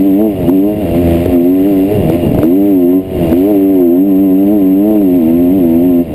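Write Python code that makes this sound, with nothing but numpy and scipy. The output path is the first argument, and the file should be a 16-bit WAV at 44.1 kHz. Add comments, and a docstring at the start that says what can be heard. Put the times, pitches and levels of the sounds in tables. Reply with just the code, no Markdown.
"""The booming, rasping exhaust of a single-cylinder four-stroke motocross bike, ridden hard on a dirt track
and heard up close from a camera microphone on the rider's helmet. Each firing booms in the pipe, rings
the silencer and is followed by a rasp of gas and valve gear. The drive whines, wind buffets the housing
and short dull thumps crackle through. The camera ducks under the exhaust, so wind and clatter come up
when the throttle shuts; it overloads on the peaks and adds a thin, high sizzle."""
import sys
import numpy as np
from scipy import signal
from scipy.fft import rfft, irfft, next_fast_len
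from scipy.io import wavfile
from scipy.ndimage import uniform_filter1d

SR = 44100
rng = np.random.default_rng(int(sys.argv[2]) if len(sys.argv) > 2 else 0)


def persist_wave(psi):
    """Save psi, clipped to +-1, as 16-bit WAV."""
    counts = np.round(np.clip(psi, -1, 1) * 32767).astype(np.int16)
    wavfile.write(sys.argv[1], SR, np.atleast_2d(counts).T)


N = 270774
TIME = np.arange(N) / SR


def amp(db):
    """Decibels to gain."""
    return 10 ** (np.asarray(db) / 20)


def unit(x):
    """Scales to rms 1."""
    return x / np.sqrt(np.mean(x ** 2) + 1e-20)


def curve(table):
    """A (time [s], value) table at every sample."""
    return np.interp(TIME, *np.transpose(table))


def swells(table):
    """Sum of bell-shaped bumps, one for each (time [s], height, half length [s])."""
    return sum(height * np.exp(-((TIME - s) / half) ** 2) for s, height, half in table)


def ramp(centre_s, length_s):
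    """Rises smoothly from 0 to 1 around centre_s."""
    return .5 + .5 * np.sin(np.pi * np.clip((TIME - centre_s) / length_s, -.5, .5))


def wander(hz, size=4096):
    """Smooth random drift of rms 1, rolling off around hz."""
    f = np.fft.rfftfreq(size, TIME[-1] / size)
    slow = irfft(rfft(rng.standard_normal(size)) * np.exp(-(f / hz) ** 2), size)
    return unit(np.interp(TIME, np.linspace(0, TIME[-1], size), slow))


def colour(x, points, size=8192):
    """Minimum-phase filter with the outline (frequency [Hz], gain [dB])."""
    hz, db = np.transpose(points)
    f = abs(np.fft.fftfreq(size, 1 / SR))
    log_gain = np.log(amp(np.interp(np.log(f + 1), np.log(hz), db)))
    taps = np.fft.ifft(np.exp(np.conj(signal.hilbert(log_gain)))).real[:size // 2]
    return signal.oaconvolve(x, taps)[:N]


def per_firing(cycles):
    """One random value held through each engine cycle."""
    index = np.floor(cycles - cycles.min()).astype(int)
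    return rng.standard_normal(N)[index]


def pulses(cycles, width=0.017, uneven_db=1.5):
    """One sharp pressure pulse a cycle, each of slightly different strength."""
    offset = (cycles + .5) % 1 - .5
    train = np.exp(-(offset / width) ** 2) * amp(uneven_db * per_firing(cycles + .5))
    return train - train.mean()


def firing_rate():
    """Firings per second: the revs flare and settle as the rear wheel skips or spins."""
    # engine speed while the tyre grips: (time [s], firing rate [Hz])
    gripping = [(-0.0, 93.2), (0.38, 92.4), (0.46, 83.6), (0.69, 104.7), (0.81, 104.7), (0.86, 83.6),
                (1.4, 85.0), (1.55, 94.0), (1.99, 95.6), (2.06, 76.0), (2.37, 67.8), (2.57, 97.1),
                (2.86, 86.5), (2.96, 94.0), (3.12, 93.8), (3.3, 79.6), (3.44, 96.7), (3.72, 97.1),
                (3.88, 83.6), (4.0, 91.5), (4.75, 94.0), (5.02, 94.6), (5.22, 77.9), (5.42, 88.3),
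                (5.69, 82.2), (6.03, 86.1), (6.14, 72.2)]
    # wheel slips: (time [s], extra firing rate [Hz], half length [s])
    flares = [(0.058, 5.6, 0.041), (0.242, 17.4, 0.077), (0.538, 5.3, 0.024), (1.013, 4.6, 0.035),
              (1.288, 5.8, 0.069), (1.688, 7.1, 0.044), (1.931, 9.9, 0.06), (2.198, 14.8, 0.093),
              (2.677, 7.9, 0.074), (3.498, 8.8, 0.046), (4.067, 8.2, 0.062), (4.228, 6.0, 0.057),
              (4.413, 4.9, 0.061), (4.535, 12.8, 0.063), (4.907, 13.5, 0.113), (5.168, 7.3, 0.044),
              (5.559, 13.3, 0.053), (5.869, 6.3, 0.061)]
    return (curve(gripping) + swells(flares)) * (1 + .002 * wander(20))


def throttle():
    """The rider's hand sets load (0 shut, 1 open) and the firings' strength, brightness and bark."""
    # pulls on the throttle: (opens [s], time to open [s], shuts [s], time to shut [s],
    # first drive [dB], last drive [dB], brightness [dB per order], bark [dB])
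    pulls = [(-0.1, .05, .285, .18, -1.5, 3.5, -1, 0.5), (.488, 0.036, 0.69, .16, 0.5, 2.5, 1, 0.5),
             (1.341, .09, 1.87, .08, 0, -3, 1.5, 2), (2.437, 0.031, 3.0, 0.078, 2, 5, 2, 0),
             (3.324, 0.046, 3.96, .05, -2.5, 6.5, 4.5, 1.5), (3.96, .05, 5.1, .05, 5.5, 3, -1, -0.5),
             (5.1, .05, 6.025, 0.036, 2, 4, -2, 0.5)]
    load, drive, bright_db, bark_db = np.zeros((4, N))
    for opens, open_s, shuts, shut_s, first_db, last_db, tilt_db, edge_db in pulls:
        held = ramp(opens, open_s) * (1 - ramp(shuts, shut_s))
        load += held
        drive += held * amp(np.interp(TIME, [opens, shuts], [first_db, last_db]))
        bright_db += held * tilt_db
        bark_db += held * edge_db
    return np.clip(load, 0, 1), drive, bright_db, bark_db


def boom(cycles, rate, drive, idle, bright_db, pipe_hz=330, half_width_hz=60,
         flutter_db=1.19, coast_db=-20, coast_tilt_db=2, stumble_db=2, misfire_db=3):
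    """The pipe shapes and delays the four lowest orders by pitch; coasting, they are weak and unsteady."""
    # resonance of the exhaust pipe under load: (frequency [Hz], gain [dB])
    pipe_colour = [(90, -34.5), (165, -23), (190, -10.5), (215, -5.5), (250, -2.5), (285, 0.5), (320, -3.5),
                   (340, -3), (380, -12), (430, -10)]
    hz, db = np.transpose(pipe_colour)
    sound = np.zeros(N)
    for order in range(1, 5):
        step = order - 3  # tilts pivot on the third order
        pipe_db = np.interp(order * rate, hz, db)
        pulling = drive * amp(pipe_db + bright_db * step + flutter_db * wander(21))
        coasting = idle * amp(coast_db + coast_tilt_db * step + stumble_db * wander(11))
        coasting *= amp(misfire_db * uniform_filter1d(per_firing(cycles), size=300))
        lag = 2 * np.arctan((order * rate - pipe_hz) / half_width_hz)
        sound += (pulling + coasting) * np.cos(2 * np.pi * order * cycles - lag)
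    return np.sqrt(2) * sound


def chambers(x, trips_s=(.0011, .0019, .0029), coupling=1.64):
    """Round trips in the silencer's chambers spread each pulse in time and add resonances."""
    size = next_fast_len(N + SR // 10)
    spectrum, f = rfft(x, size), np.fft.rfftfreq(size, 1 / SR)
    for trip in trips_s:
        lag = np.exp(-2j * np.pi * f * trip)
        spectrum = spectrum * (lag - coupling) / (1.5 - coupling * lag)
    return irfft(spectrum, size)[:N]


def buzz(cycles, drive, idle, delay_cycles=0.2997, pull_db=-36, coast_db=-44):
    """The steep front of each pulse, alike from cycle to cycle, gives clean high orders under load."""
    # tone of the pulse fronts: (frequency [Hz], gain [dB])
    front_colour = [(400, -41.5), (750, -1.5), (880, 7), (1050, -2.5), (1280, 0), (1550, -8), (2000, -7),
                    (2800, -9), (4000, -20), (7000, -50)]
    fronts = pulses(cycles - delay_cycles + .002 * wander(50), width=.005)
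    sound = chambers(colour(fronts, front_colour))
    return (drive * amp(pull_db) + idle * amp(coast_db)) * unit(sound)


def bark_level(rate, drive, idle, pull_db=-15.0, coast_db=-20, scream_db=7, scream_hz=104, onset_hz=3):
    """Level of the bark in dB: it follows the strength of the firings and jumps out at high revs."""
    scream = (1 + np.tanh((rate - scream_hz) / onset_hz)) / 2
    return 20 * np.log10(drive * amp(pull_db + scream_db * scream) + idle * amp(coast_db) + 1e-6)


def bark(cycles, rate, level_db, load, delay_cycles=0.5972, snarl=0.26, cruise_hz=92):
    """Pulses, each with a puff of turbulence, ring the silencer."""
    # resonances of the silencer: (frequency [Hz], gain [dB])
    silencer = [(60, -11), (110, -10), (170, -47), (350, -35.5), (430, -2), (490, 1.5), (545, -5.5),
                (610, 5.5), (700, -3), (820, -15.5), (960, -26), (1300, -41.5), (4000, -80.5)]
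    cycles = cycles - delay_cycles + .004 * wander(40)
    puffs = np.exp(-(cycles % 1) / 0.49) * rng.standard_normal(N)
    roughness = .07 + .2 * (1 - load)
    sound = unit(colour(pulses(cycles), silencer)) + roughness * unit(colour(puffs, silencer))
    # the pulses steepen as the revs climb
    treble = signal.sosfiltfilt(signal.butter(4, 760, "high", fs=SR, output="sos"), sound)
    steepness = snarl * np.clip((rate - cruise_hz) / 12, -.5, 1.5)
    return amp(level_db) * unit(sound + steepness * treble)


def rasp(cycles, load, sputter_db, delay_cycles=.36, rise_cycles=.085, uneven_db=-0.2,
         steady=0.5, level_db=-37, loaded_db=5, sputter_share=1.07):
    """Gas and valve gear hiss once a cycle; off the throttle the steady rush of chain and gears grows."""
    # tone of the hiss: (frequency [Hz], gain [dB])
    hiss_colour = [(300, -25), (900, -2), (1300, -5), (1600, -5.5), (1950, 0.5), (2500, 0.5), (2800, 0),
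                   (3150, -3.5), (4200, -13), (5000, -16), (5800, -31), (7000, -24.5), (12000, -52)]
    cycles = cycles - delay_cycles
    age = (cycles % 1) / rise_cycles
    burst = age * np.exp(1 - age) * amp(uneven_db * per_firing(cycles))
    envelope = steady + .5 * (1 - load) + burst
    envelope /= np.sqrt(uniform_filter1d(envelope ** 2, size=4000))
    hiss = colour(envelope * rng.standard_normal(N), hiss_colour)
    return amp(level_db + loaded_db * load + sputter_share * sputter_db) * unit(hiss)


def whine(load, level_db=-41, loaded_db=-3):
    """A fuzzy metallic tone from the drive, plainest when the throttle is shut."""
    # gear whine: (time [s], pitch [Hz])
    pitch = [(0.0, 2790), (0.44, 2840), (1.0, 2740), (1.3, 2740), (2.2, 2790), (3.08, 2835), (3.6, 2760),
             (6.1, 2760)]
    phase = 2 * np.pi * np.cumsum(curve(pitch)) / SR
    tone = wander(60) * np.cos(phase) + wander(60) * np.sin(phase)
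    return amp(level_db + loaded_db * load) * unit(tone)


def wind(lumpy_db=1.15, level_db=-18.5):
    """Lumpy low turbulence on the camera housing, right at the microphone, swelling in gusts."""
    # rumble of air on the housing: (frequency [Hz], gain [dB])
    rumble_colour = [(15, -14.5), (35, -15.5), (70, -5.5), (120, -4.5), (180, -4), (290, -5.5), (420, -9.5),
                     (600, -20.5), (800, -24.5), (1200, -43.5), (3000, -71)]
    # gusts: (time [s], rise [dB], half length [s])
    gusts = [(.42, 6.5, .04), (.85, 0.5, .04), (1.12, 4, 0.11), (1.31, 5, .03), (2.04, 4.5, .09),
             (2.27, 9, 0.046), (2.39, 9.5, 0.068), (3.19, 4.5, 0.093), (5.6, 5.5, 0.72)]
    lumps = amp(lumpy_db * wander(20))
    air = lumps * rng.standard_normal(N)
    return amp(level_db + swells(gusts)) * unit(colour(air, rumble_colour))


def thumps(decay_s=0.0024, push=1.6, gain_db=9.0, size=1500):
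    """Short dull thumps with a crackling edge, several bunched where the throttle opens."""
    # thumps: (time [s], relative level [dB])
    hits = [(0.494, 1), (1.258, -1.5), (2.098, -2), (2.346, -5), (2.387, -3), (2.431, 0.5), (2.442, 0),
            (2.454, 3.5), (3.294, -11), (3.317, -6), (3.329, -5), (4.910, -2), (5.016, -3)]
    # tone of the thumps: (frequency [Hz], gain [dB])
    thump_colour = [(60, -1.5), (300, 16.5), (600, 9), (1000, -16), (2500, -27), (5000, -36), (15000, -40)]
    clicks = np.zeros(N)
    for s, db in hits:
        at = round(s * SR)
        crackle = np.exp(-TIME[:size] / decay_s) * rng.standard_normal(size)
        clicks[at:at + size] += amp(db) * crackle
        clicks[at] += amp(db) * push
    return amp(gain_db) * colour(clicks, thump_colour)


def gain_control(x, threshold_db=-8.0, ratio=12, recovery_db_per_s=55):
    """The camera ducks just after each loud peak; as it recovers, wind and clatter swell back up."""
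    power_db = 10 * np.log10(abs(uniform_filter1d(x ** 2, size=480)) + 1e-12)
    fall_db = TIME * recovery_db_per_s
    peak_db = np.maximum.accumulate(power_db + fall_db) - fall_db
    over_db = np.maximum(peak_db - threshold_db, 0)
    late_db = uniform_filter1d(over_db, size=600, origin=299)
    return x / amp((1 - 1 / ratio) * late_db)


def sizzle(x, hold_hz=12000, spur_hz=8100, spur_db=-53):
    """The camera's stepped sampling mirrors the sound around two high tones."""
    # tone of the images around the hold rate: (frequency [Hz], gain [dB])
    mirror_colour = [(6000, -6.5), (7500, 5.5), (9200, 2), (10700, 1), (11400, -1.5), (11750, 0),
                     (12300, -1.5), (12700, -1.5), (13500, -11), (14700, -2), (15800, -8)]
    # holding each sample mirrors the slope of the wave on both sides of the hold rate
    slope = np.gradient(x) * SR / (2 * np.pi * hold_hz)
    mirror = colour(2 * slope * np.cos(2 * np.pi * hold_hz * TIME), mirror_colour)
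    spur = amp(spur_db) * 2 * x * np.cos(2 * np.pi * spur_hz * TIME)
    return mirror + spur


def scene():
    """At the helmet: revs and throttle drive the engine just below; wind and thumps lie on top."""
    # sputtering on an almost shut throttle: (time [s], rise [dB], half length [s])
    sputters = [(.46, -2.5, 0.017), (.97, 3, 0.04), (1.14, 8.5, 0.11), (1.92, 2.5, 0.052), (2.13, 5, 0.046),
                (2.43, 5, 0.048), (3.25, 2, 0.21)]
    rate = firing_rate()
    cycles = np.cumsum(rate) / SR
    load, drive, bright_db, bark_db = throttle()
    sputter_db = swells(sputters)
    idle = (1 - load) * amp(sputter_db)  # strength of the firings off the throttle
    exhaust = boom(cycles, rate, drive, idle, bright_db) + buzz(cycles, drive, idle)
    exhaust += bark(cycles, rate, bark_level(rate, drive, idle) + bark_db, load)
    return (exhaust + rasp(cycles, load, sputter_db) + whine(load) + wind() + thumps())[None]


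def record(dry, ceiling=0.97, knee=18, cutoff_hz=15900):
    """The mono helmet camera rides its gain, flattens the peaks, adds sizzle and cuts the top treble."""
    ducked = gain_control(dry[0])
    clipped = ducked / (1 + abs(ducked / ceiling) ** knee) ** (1 / knee)
    lowpass = signal.firwin(511, cutoff_hz, window=("kaiser", 9), fs=SR)
    return signal.oaconvolve(clipped + sizzle(clipped), lowpass, "same")[None]


dry = scene()
out = record(dry)
persist_wave(out)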